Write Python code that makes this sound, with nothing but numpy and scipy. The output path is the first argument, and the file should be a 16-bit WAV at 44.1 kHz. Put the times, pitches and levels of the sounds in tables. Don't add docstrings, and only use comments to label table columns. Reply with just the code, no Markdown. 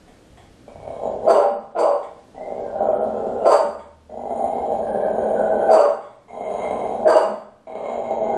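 import sys
import numpy as np
from scipy import signal
from scipy.fft import rfft, irfft, next_fast_len
from scipy.io import wavfile
from scipy.ndimage import uniform_filter1d, minimum_filter1d, map_coordinates

SR = 44100
rng = np.random.default_rng(int(sys.argv[2]) if len(sys.argv) > 2 else 0)


def elevation(decibels):
    levels = np.asarray(decibels, float)
    return 10 ** (levels / 20)


def to_wav(s):
    ch = np.atleast_2d(s).T
    pcm = np.round(np.clip(ch, -1, 1) * 32767)
    wavfile.write(sys.argv[1], SR, pcm.astype(np.int16))


N = 369116

# time in seconds, effort in dB, lips (-1 drawn back to 1 rounded), lip resonance in Hz.
GROWLS = [
    [(0.678, -41, -2, 1450), (0.86, -39, -2.1, 1415), (1.06, -22, -0.46, 1450), (1.2, -35.5, 0.83, 1526),
     (1.255, -19, 0.036, 1580)],
    [(2.345, -42.5, -0.3, 1730), (2.4, -31, -0.014, 1780), (2.79, -27.5, 1, 1450), (2.815, -18, 0.71, 1382),
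     (2.89, -23, 0.98, 1300), (2.95, -23.5, 0.94, 1355), (3.35, -27.5, 0.81, 1372),
     (3.435, -22, 0.49, 1328)],
    [(4.093, -35, 0.19, 1420), (4.3, -26.5, 0.15, 1350), (4.45, -24, -0.22, 1390), (4.74, -25, 0.22, 1590),
     (4.92, -22.5, 0.93, 1604), (5.5, -20.5, 0.89, 1482), (5.675, -19.5, 0.93, 1505)],
    [(6.28, -39, -2, 1450), (6.39, -27.5, -0.57, 1450), (6.64, -25, -1.68, 1450), (6.9, -23.5, -0.3, 1437),
     (7.04, -25.5, 0.82, 1444)],
    [(7.668, -35, -2, 1450), (7.76, -32.5, -1.84, 1450), (7.9, -29, -2.3, 1394), (7.96, -25, -1, 1400),
     (8.03, -32, -1.5, 1420), (8.15, -26, -0.6, 1450), (8.27, -22, 0.1, 1460), (8.37, -23.5, 0.85, 1484)],
]


def unit(x):
    return x / np.sqrt(np.mean(x ** 2) + 1e-20)


def along(points, hz):
    f, v = np.transpose(points)
    return np.interp(np.log(hz + 1), np.log(f + 1), v)


def curves(rows):
    s, *cols = np.transpose(rows)
    return [np.interp(np.arange(N) / SR, s, c) for c in cols]


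def spans(calls):
    return [(c[0][0], c[-1][0]) for c in calls]


def wobble(rate):
    return map_coordinates(rng.standard_normal(int(N * rate / SR) + 4), [np.arange(N) * rate / SR])


def sounding(times, attack_s, release_s):
    t = np.arange(N) / SR
    total = 0
    for start, end in times:
        rise = (t - start) / attack_s + 0.034
        fall = 1 - (t - end) / release_s
        total = total + (t >= start) * np.clip(np.minimum(rise, fall), 0, 1)
    return total


def filtered(x, response):
    m = next_fast_len(N + SR // 2)
    return irfft(rfft(x, m) * response(np.fft.rfftfreq(m, 1 / SR)), m)[..., :N]


def modes(table, f):
    total = 0
    for k, (centre, width, db) in enumerate(table):
        ring = 1j * f * width / (centre * centre - f * f + 1j * f * width)
        total = total + (-1) ** k * elevation(db) * ring
    return total


def tract(x, table, low_hz, high_hz):
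    def response(f):
        low_cut = (1j * f / (1j * f + low_hz)) ** 2
        return modes(table, f) * low_cut / (1 + 1j * f / high_hz) ** 3
    return unit(filtered(x, response))


def gliding(x, hz, width_hz):
    turn = np.exp(2j * np.pi * np.cumsum(hz) / SR)
    pole = np.exp(-np.pi * width_hz / SR)
    return unit(np.real(turn * signal.lfilter([1], np.convolve([1, -pole], [1, -pole]), x / turn)))


def throat(rate_hz, marked, jitter, scatter_db, breath, puff_s):
    cycles = np.cumsum(rate_hz) / SR
    exact = np.array([int(s * SR) for s, db in marked])
    for i in np.sort(exact):
        cycles[i:] -= cycles[i] % 1
    at = np.flatnonzero(np.diff(np.floor(cycles)) > 0)
    luck = rng.standard_normal((4000, 2))[:len(at)]
    late = np.abs(luck[:, 0] * jitter[at]) * SR / rate_hz[at]
    pulses = np.bincount(np.minimum(at + late.astype(int), N - 1), elevation(scatter_db * luck[:, 1]), N)
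    for i in exact:
        pulses[i - int(.6 * SR / rate_hz[i]):i] = 0
    pulses[exact] = elevation([db for s, db in marked])
    puffs = signal.lfilter([1], [1, -np.exp(-1 / (puff_s * SR))], pulses)
    air = puffs * rng.standard_normal(N) / np.sqrt(rate_hz)
    pulses = pulses / np.sqrt(rate_hz)
    return np.sqrt(1 - breath) * unit(pulses) + np.sqrt(breath) * unit(air)


def background(loud):
    # frequency in Hz, level in dB per Hz.
    tone_colour = [(12, -51.5), (20, -1.5), (95, -8.5), (157, -8), (204, -6), (280, -5), (395, -10.5),
                   (475, -7.5), (969, -21.5), (1690, -23), (2140, -27.5), (3100, -27), (9300, -35),
                   (11000, -39.5), (14300, -47.5), (22000, -120)]
    # frequency in Hz, level in dB per Hz.
    rumble_colour = [(12, -41), (20, -18.5), (64, 6), (97, 3), (160, 1.5), (210, -27), (350, -120)]
    # time in seconds, level in dB.
    thumps = [
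        (0.301, -44),
        (0.751, -38.5),
        (1.629, -57),
    ]
    t = np.arange(N) / SR
    level_db = 10 * np.log10(np.abs(uniform_filter1d(loud ** 2, 900)) + 1e-12)
    recovery_db = 11 * t
    duck_db = np.maximum(np.maximum.accumulate(1.89 * (level_db + 16) + recovery_db) - recovery_db, 0)
    tone = unit(filtered(rng.standard_normal(N), lambda f: elevation(along(tone_colour, f)))) * elevation(-50 - duck_db)
    rumble = unit(filtered(rng.standard_normal(N), lambda f: elevation(along(rumble_colour, f))))
    strain = elevation(-46.5) * sounding(spans(GROWLS), 0.54, 0.21)
    hands = sum(elevation(db) * (t > s) * np.exp(-np.abs(t - s) / 0.12) for s, db in thumps)
    return tone + rumble * (elevation(-64 - duck_db) + elevation(-4.5) * (strain + hands))


def drones():
    # start in seconds, end in seconds, pitch in Hz, pitch wander in Hz, level in dB.
    hums = [
        (3.55, 4.85, 77, 1.2, -51),
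        (5.904, 6.716, 123, 6, -61),
        (7.125, 7.81, 129.1, 6, -66),
    ]
    t = np.arange(N) / SR
    total = 0
    for start, end, hz, width, db in hums:
        swell = np.sin(np.pi * np.clip((t - start) / (end - start), 0, 1)) ** 0.5
        total = total + elevation(db) * swell * np.sin(2 * np.pi * np.cumsum(hz + width * wobble(11)) / SR)
    return total


def huffs():
    # start in seconds, level in dB, fading time in seconds.
    puffs = [
        (0.076, -46, 0.019),
        (0.369, -44.5, 0.03),
        (2.025, -40.5, 0.024),
        (3.787, -46, 0.029),
        (6.006, -53.5, 0.11),
        (7.338, -51, 0.045),
    ]
    t = np.arange(N) / SR
    shape = 0
    for start, db, length in puffs:
        age = np.maximum(t - start, 0)
        shape = shape + elevation(db) * (1 - np.exp(-age / 0.0063)) * np.exp(-age / length)
    # frequency in Hz, width in Hz, level in dB.
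    mouth = [(720, 53, 12), (1920, 180, -1.5), (2200, 110, 1.5), (3380, 260, -4.5), (7800, 1100, -14)]
    return shape * tract(rng.standard_normal(N), mouth, 300, 30000)


def growl():
    # frequency in Hz, width in Hz, level in dB.
    chest = [(214, 63, -5.5), (433.6, 145, -2.5), (668, 120, 5.5), (853, 74, -4.5)]
    # frequency in Hz, width in Hz, level in dB.
    palate = [(1000, 220, 16), (3270, 150, 1), (3810, 130, 2)]
    # frequency in Hz, width in Hz, level in dB.
    breath_bands = [(3066, 580, 14), (3500, 1900, 8.5)]
    # time in seconds, extra level in dB.
    catches = [(.718, -2), (.757, 1), (.8, 1.5), (.876, 8.5), (.996, -6.5), (2.378, 1.5), (2.702, 0.5),
               (2.806, 4), (2.886, 6.5), (2.9, 2), (2.93, 0.5), (3.202, 4.5), (3.267, 7), (4.173, 3.5),
               (4.306, 5), (4.322, 1), (4.394, 4.5), (4.423, 2), (4.44, 2.5), (4.499, 1), (4.582, 5.5),
               (4.655, 0), (4.703, 2.5), (4.718, 8), (5.127, -0.5), (6.305, -1.5), (6.708, 4), (7.753, 7.5),
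               (7.857, 3.5), (7.955, 0.5), (8.04, 5), (8.108, 10.5), (8.131, 2.5)]
    # tongue in Hz at the start, at the end, then three rasp bands in Hz.
    mouths = [(2300, 2080, 6950, 8300, 9800), (1960, 2850, 7050, 7850, 9000),
              (1980, 2450, 6900, 7800, 9230), (2110, 2110, 6700, 8050, 9550),
              (2170, 2100, 6850, 8400, 10500)]
    # time in seconds, resonance in Hz.
    larynx = [
        [(0.7, 587), (0.756, 634), (1.072, 596), (1.112, 640), (1.18, 540), (1.224, 506), (1.25, 524)],
        [(2.36, 654), (2.58, 566), (2.61, 513), (2.752, 616), (3.292, 582), (3.354, 505), (3.43, 609)],
        [(4.1, 620), (4.546, 670), (4.58, 717), (4.698, 607), (4.75, 708), (4.83, 586), (5.67, 580)],
        [(6.29, 671), (6.79, 615), (6.864, 698), (6.974, 615), (7.04, 626)],
        [(7.68, 680), (7.832, 584), (7.864, 650), (8.218, 599), (8.314, 705), (8.36, 696)],
    ]
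    # time in seconds, level in dB.
    tongue_shows = [(.68, -3), (.98, -2), (1.1, -15), (2.35, 8), (2.63, 11), (2.68, -5.5), (3.4, -4),
                    (4.1, 2.5), (4.4, -0.5), (4.7, -8.5), (4.86, 3), (4.95, -3), (5.67, -0.5), (6.28, 3.5),
                    (6.7, -3), (7.04, -3), (7.67, 3.5), (7.9, 0), (8.02, -6), (8.37, 9)]
    first_hz = [25.083, 33.08, 40.21, 42.9, 35.04]
    # palate ring, whole rasp, highest rasp band, all in dB.
    palate_shows = [4, -1.5, 4, 6, 5.5]
    rasp_shows = [0.5, -1.9, 0.74, 1.4, 1.5]
    top_rasp_shows = [0, 0, 4.5, 0.5, 2.5]

    effort_db, lips, lip_hz = curves(np.concatenate(GROWLS))
    times, t = spans(GROWLS), np.arange(N) / SR
    mouth_rows = []
    for span, mouth in zip(times, mouths):
        mouth_rows += [(s, mouth[k], *mouth[-3:]) for k, s in enumerate(span)]
    tongue_hz, *rasp_hz = curves(mouth_rows)
    larynx_hz, = curves(np.concatenate(larynx))
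    tongue_db, = curves(tongue_shows)

    starts = np.transpose(times)[0]
    which = np.maximum(np.searchsorted(starts, t) - 1, 0)
    age = np.maximum(t - starts[which], 0)
    full_hz, speed_up_s = 86.26, .5
    rate_hz = full_hz - (full_hz - np.array(first_hz)[which]) * np.exp(-age / speed_up_s)
    jitter = np.clip((rate_hz - 22.63) * .009, 0, .4)
    marked = [(start, 0) for start, end in times] + catches
    source = throat(rate_hz, marked, jitter, scatter_db=1.14, breath=0.35, puff_s=0.021)
    source = source * sounding(times, 1e-4, 0.019)

    pushed = source * elevation(effort_db)
    larynx_ring = gliding(gliding(pushed, larynx_hz, 270), larynx_hz, 260)
    body = 0.5 * (tract(pushed, chest, 150, 1327) + 0.65 * larynx_ring)
    body = body * np.sqrt(np.mean((sounding(times, 1e-4, 0.018) * elevation(effort_db)) ** 2))

    swirl = signal.lfilter([1], [1, -np.exp(-1 / (.005 * SR))], np.abs(source))
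    source = unit(source) + 1.1 * unit(swirl * rng.standard_normal(N))
    body = body + elevation(effort_db - 45.5) * tract(source, breath_bands, 2100, 5000)

    bands = []
    for hz in rasp_hz:
        drifting_hz = hz * (1 + .014 * wobble(5))
        band = gliding(gliding(source, drifting_hz, 600), drifting_hz, 600)
        bands.append(elevation(3 * wobble(6.7)) * band)
    low, middle, high = bands
    rasp = low + elevation(-6) * middle + elevation(np.array(top_rasp_shows)[which]) * high

    front = elevation(-47.5 + 23.5 * lips + 3 * wobble(14)) * gliding(source, lip_hz, 150)
    tongue = elevation(-38.5 - 9.5 * lips + tongue_db + 4.7 * wobble(11)) * gliding(source, tongue_hz, 110)
    roof = elevation(-34 + np.array(palate_shows)[which] - 4.5 * lips) * tract(source, palate, 710, 8100)
    rasp = elevation(-45 + np.array(rasp_shows)[which] - 4 * lips) * rasp

    def hollow(f):
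        side_cavity = 1 - .75 * np.exp(-((f - 5200) / 900) ** 4)
        return side_cavity / (1 + (f / 10000) ** 24)
    return filtered(body + elevation(effort_db) * (front + tongue + roof + rasp), hollow)


def bark():
    # time in seconds, effort in dB, main resonance in Hz, mouth opening in dB.
    barks = [
        [(1.262, -24.5, 575, -23), (1.278, -14, 635, -20.5), (1.305, -12.5, 625, -9.5),
         (1.345, -22, 606, -12.5), (1.36, -21.5, 569, -8), (1.374, -18, 580, -18), (1.41, -19, 580, -11.5),
         (1.452, -29, 590, -6.5)],
        [(1.745, -33.5, 720, -19), (1.762, -24.5, 768, -11), (1.79, -21, 594, -8.5), (1.835, -17, 651, -16),
         (1.856, -35, 562, -5), (1.888, -21.5, 780.8, -18), (1.915, -26.5, 610, -11), (1.97, -39, 535, -15.5)],
        [(3.443, -18, 624, -14.5), (3.463, -11, 644, -13), (3.486, -20, 559.3, -13), (3.52, -14.5, 651, -9),
         (3.548, -20, 587, -7), (3.564, -19.5, 593, -9), (3.61, -33.5, 596.4, -16)],
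        [(5.682, -13, 730, -20), (5.712, -19, 806, -13), (5.74, -18, 580, -7.5), (5.77, -23, 776, -3.5),
         (5.786, -17, 580, -17), (5.818, -20.5, 581.3, -14), (5.865, -30, 573.3, -6), (5.895, -42, 635, -3)],
        [(7.048, -32, 696.4, -40), (7.058, -15.5, 635.7, -22), (7.095, -15.5, 595, -10),
         (7.135, -23.5, 639.7, -2.5), (7.158, -14.5, 575, -20), (7.19, -29.5, 580, 3), (7.225, -22, 580, -15),
         (7.255, -37.5, 580, -6)],
    ]
    # frequency in Hz, width in Hz, level in dB.
    jaw = [(447, 213, -0.5), (598, 522, -2), (864, 275, -8.5)]
    # frequency in Hz, width in Hz, level in dB.
    gape = [(939, 342, 3), (1450, 836, 0.5), (2060, 2100, -8)]
    # frequency in Hz, width in Hz, level in dB.
    teeth = [(3300, 200, -6), (3850, 220, -6), (4660, 200, 2), (6200, 320, -4), (7050, 400, -4),
             (7900, 700, -2), (8900, 700, -3), (11100, 800, -6), (13100, 300, -8)]
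    # share of its length, rasp in dB, cheek ring in dB.
    course = [(0, -51, -59), (.12, -24.5, -56), (0.28, -16, -46), (.5, -27, -21.5), (0.578, -23, -30),
              (.78, -33, -57), (1.001, -34.5, -51)]
    # rasp over the shared course, its gain from start to end, both in dB.
    raspiness_db = [-1.6, -3.5, 2, 1, 2]
    rasp_bloom_db = [2.3, 3.6, 2.6, 3.4, 4.8]
    # time in seconds, resonance in Hz.
    gaping = [
        [(1.27, 1220), (1.34, 1038), (1.39, 1130), (1.45, 1350)],
        [(1.75, 1206), (1.8, 1435), (1.825, 1030), (1.96, 1000)],
        [(3.45, 1346), (3.5, 990), (3.55, 1240), (3.61, 1023)],
        [(5.69, 1550), (5.745, 1213), (5.784, 1002), (5.832, 1195), (5.89, 1014)],
        [(7.06, 1570), (7.095, 1620), (7.12, 1020), (7.19, 1260), (7.25, 1053)],
    ]
    # time in seconds, level in dB.
    groans = [
        (1.275, -47.5),
        (1.501, -49),
        (1.79, -51.5),
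        (3.665, -47),
        (5.9, -52),
        (7.279, -45.5),
        (7.341, -67),
    ]

    effort_db, main_hz, gape_db = curves(np.concatenate(barks))
    mouth_hz, = curves(np.concatenate(gaping))
    times, t = spans(barks), np.arange(N) / SR
    rows = []
    for (start, end), more, bloom in zip(times, raspiness_db, rasp_bloom_db):
        for u, rasp, cheek in course:
            rows.append((start + u * (end - start), u, rasp + more + bloom * (u - .5), cheek))
    share, rasp_db, cheek_db = curves(rows)

    rate_hz = 316 * (1.12 - .3 * share)
    marked = [(start, -6) for start, end in times]
    source = throat(rate_hz, marked, np.full(N, .07), scatter_db=2.5, breath=.25, puff_s=.002)
    push = elevation(effort_db) * sounding(times, 0.01, 0.019)
    source = source * push

    body_ring = 0.81 * gliding(source, main_hz, 100) + 0.94 * tract(source, jaw, 317, 1336)
    body = tract(body_ring, [(580, 520, 0)], 360, 4400)
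    opening = tract(source, gape, 540, 2060) + 0.63 * gliding(source, mouth_hz, 270)
    hiss = tract(tract(source, teeth, 1200, 19000), teeth, 1300, 19000)
    cheek_ring = gliding(source, np.full(N, 2815), 140)
    bright = elevation(rasp_db + 3 * wobble(45)) * hiss + elevation(cheek_db) * cheek_ring
    voice = body + elevation(gape_db + 1) * opening + bright * sounding(times, 0.053, .1)

    tone = np.sin(2 * np.pi * np.cumsum(main_hz * (1 + .03 * wobble(60))) / SR)
    clear = push * elevation(-0.5 - 0.89 * (gape_db + 15)) * tone
    swell = sum(elevation(db) * np.exp(-((t - s) / 0.044) ** 2) for s, db in groans)
    groan = swell * gliding(rng.standard_normal(N), np.full(N, 220), 82)
    return voice * np.sqrt(np.mean(push ** 2)) + clear + groan


def kitchen(x):
    # frequency in Hz, time to fall by 60 dB in seconds.
    decay = [(150, 0.66), (600, 0.53), (1500, 0.65), (4500, 0.54), (9000, 0.52)]
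    hop, out = SR // 3, np.zeros((2, N + 3 * SR))
    fade = np.sin(np.pi * np.arange(2 * hop) / (2 * hop))
    padded = np.pad(x, (hop, 2 * hop))
    for start in range(0, N + hop, hop):
        hz, t, z = signal.stft(rng.standard_normal((2, SR)), SR, nperseg=256)
        dying = z * elevation(-60 * t / along(decay, hz)[:, None])
        tail = signal.istft(dying, SR, nperseg=256)[1][:, :SR]
        piece = padded[start:start + 2 * hop] * fade
        wet = signal.fftconvolve(piece[None], tail / np.linalg.norm(tail[0]), axes=1)
        out[:, start:start + wet.shape[1]] += wet
    return np.pad(out, ((0, 0), (260, 0)))[:, hop:hop + N]


def thinned_treble(x):
    # start in seconds, end in seconds, extra threshold in dB.
    thinner_spells = [(2.8, 3.06, 4), (4.2, 4.45, 2), (4.58, 5.6, 3), (7.7, 8.31, 2)]
    window = np.sin(np.pi * (np.arange(2048) + .5) / 2048)
    hz, t, z = signal.stft(x, SR, window=window, nperseg=2048)
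    mid = np.abs(z.mean(axis=0)) + 1e-12
    level_db = 10 * np.log10((mid ** 2).sum(axis=0))
    band_waver = np.repeat(rng.standard_normal((33, len(t))), 32, axis=0)[:len(hz)]
    waver = rng.standard_normal(len(t)) + band_waver
    gate_db = -87.5 + .8 * (level_db + 21) + 3 * waver
    gate_db = gate_db + sum(db * (t > start) * (t < end) for start, end, db in thinner_spells)
    round_up = 1.6
    step = round_up * elevation(gate_db + 7 * (hz > 9700)[:, None])
    stepped = np.floor(mid / step + 1 - 1 / round_up) * step / mid
    keep = np.where((hz < 2400)[:, None], 1, stepped)
    return signal.istft(z * keep, SR, window=window, nperseg=2048)[1][:, :N]


def scene():
    # frequency in Hz, width in Hz, level in dB.
    standing = [(230, 48, 4.5), (401.6, 17, 3.5), (454, 92, -2), (575, 10, 2.5), (640, 12.8, 3),
                (797, 25, 9), (917.5, 32, 9.5), (958, 6.1, 12), (1026.3, 25.3, 10.5), (1072, 8, 1),
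                (1260, 3, -4.5), (1503, 3.7, -1), (471, 36, -3.5)]
    # frequency in Hz, level in dB.
    port_width = [(700, -38), (1200, -29), (3000, -19.5), (10000, -11.5)]
    # frequency in Hz, left minus right in dB.
    lean = [(750, 0), (1100, -.9), (2500, -1.5), (8000, -1.5), (12000, -.6)]
    dog = huffs() + growl() + bark()
    wet, other = kitchen(dog)
    mid = elevation(-1.24) * dog + elevation(-0.88) * wet
    mid = filtered(mid, lambda f: 1 + sum(modes([wave], f) for wave in standing)) * elevation(-1.5)
    side = filtered(other, lambda f: elevation(along(port_width, f)) * f ** 4 / (f ** 4 + 600 ** 4))
    pair = np.array([mid + side, mid - side])
    pair = filtered(pair, lambda f: elevation(np.outer([.5, -.5], along(lean, f))))
    return background(mid) + drones() + pair


def roll_off(x):
    return signal.sosfilt(signal.butter(12, 13260, fs=SR, output="sos"), x)


def record(dry):
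    needed = np.minimum(1, .92 / (np.abs(dry).max(axis=0) + 1e-9))
    gain = uniform_filter1d(minimum_filter1d(needed, size=400), size=200)
    gain = gain * np.clip((N - np.arange(N)) / (.002 * SR), .3, 1)
    mix = thinned_treble(dry * gain)
    return roll_off(mix)


dry = scene()
out = record(dry)
to_wav(out)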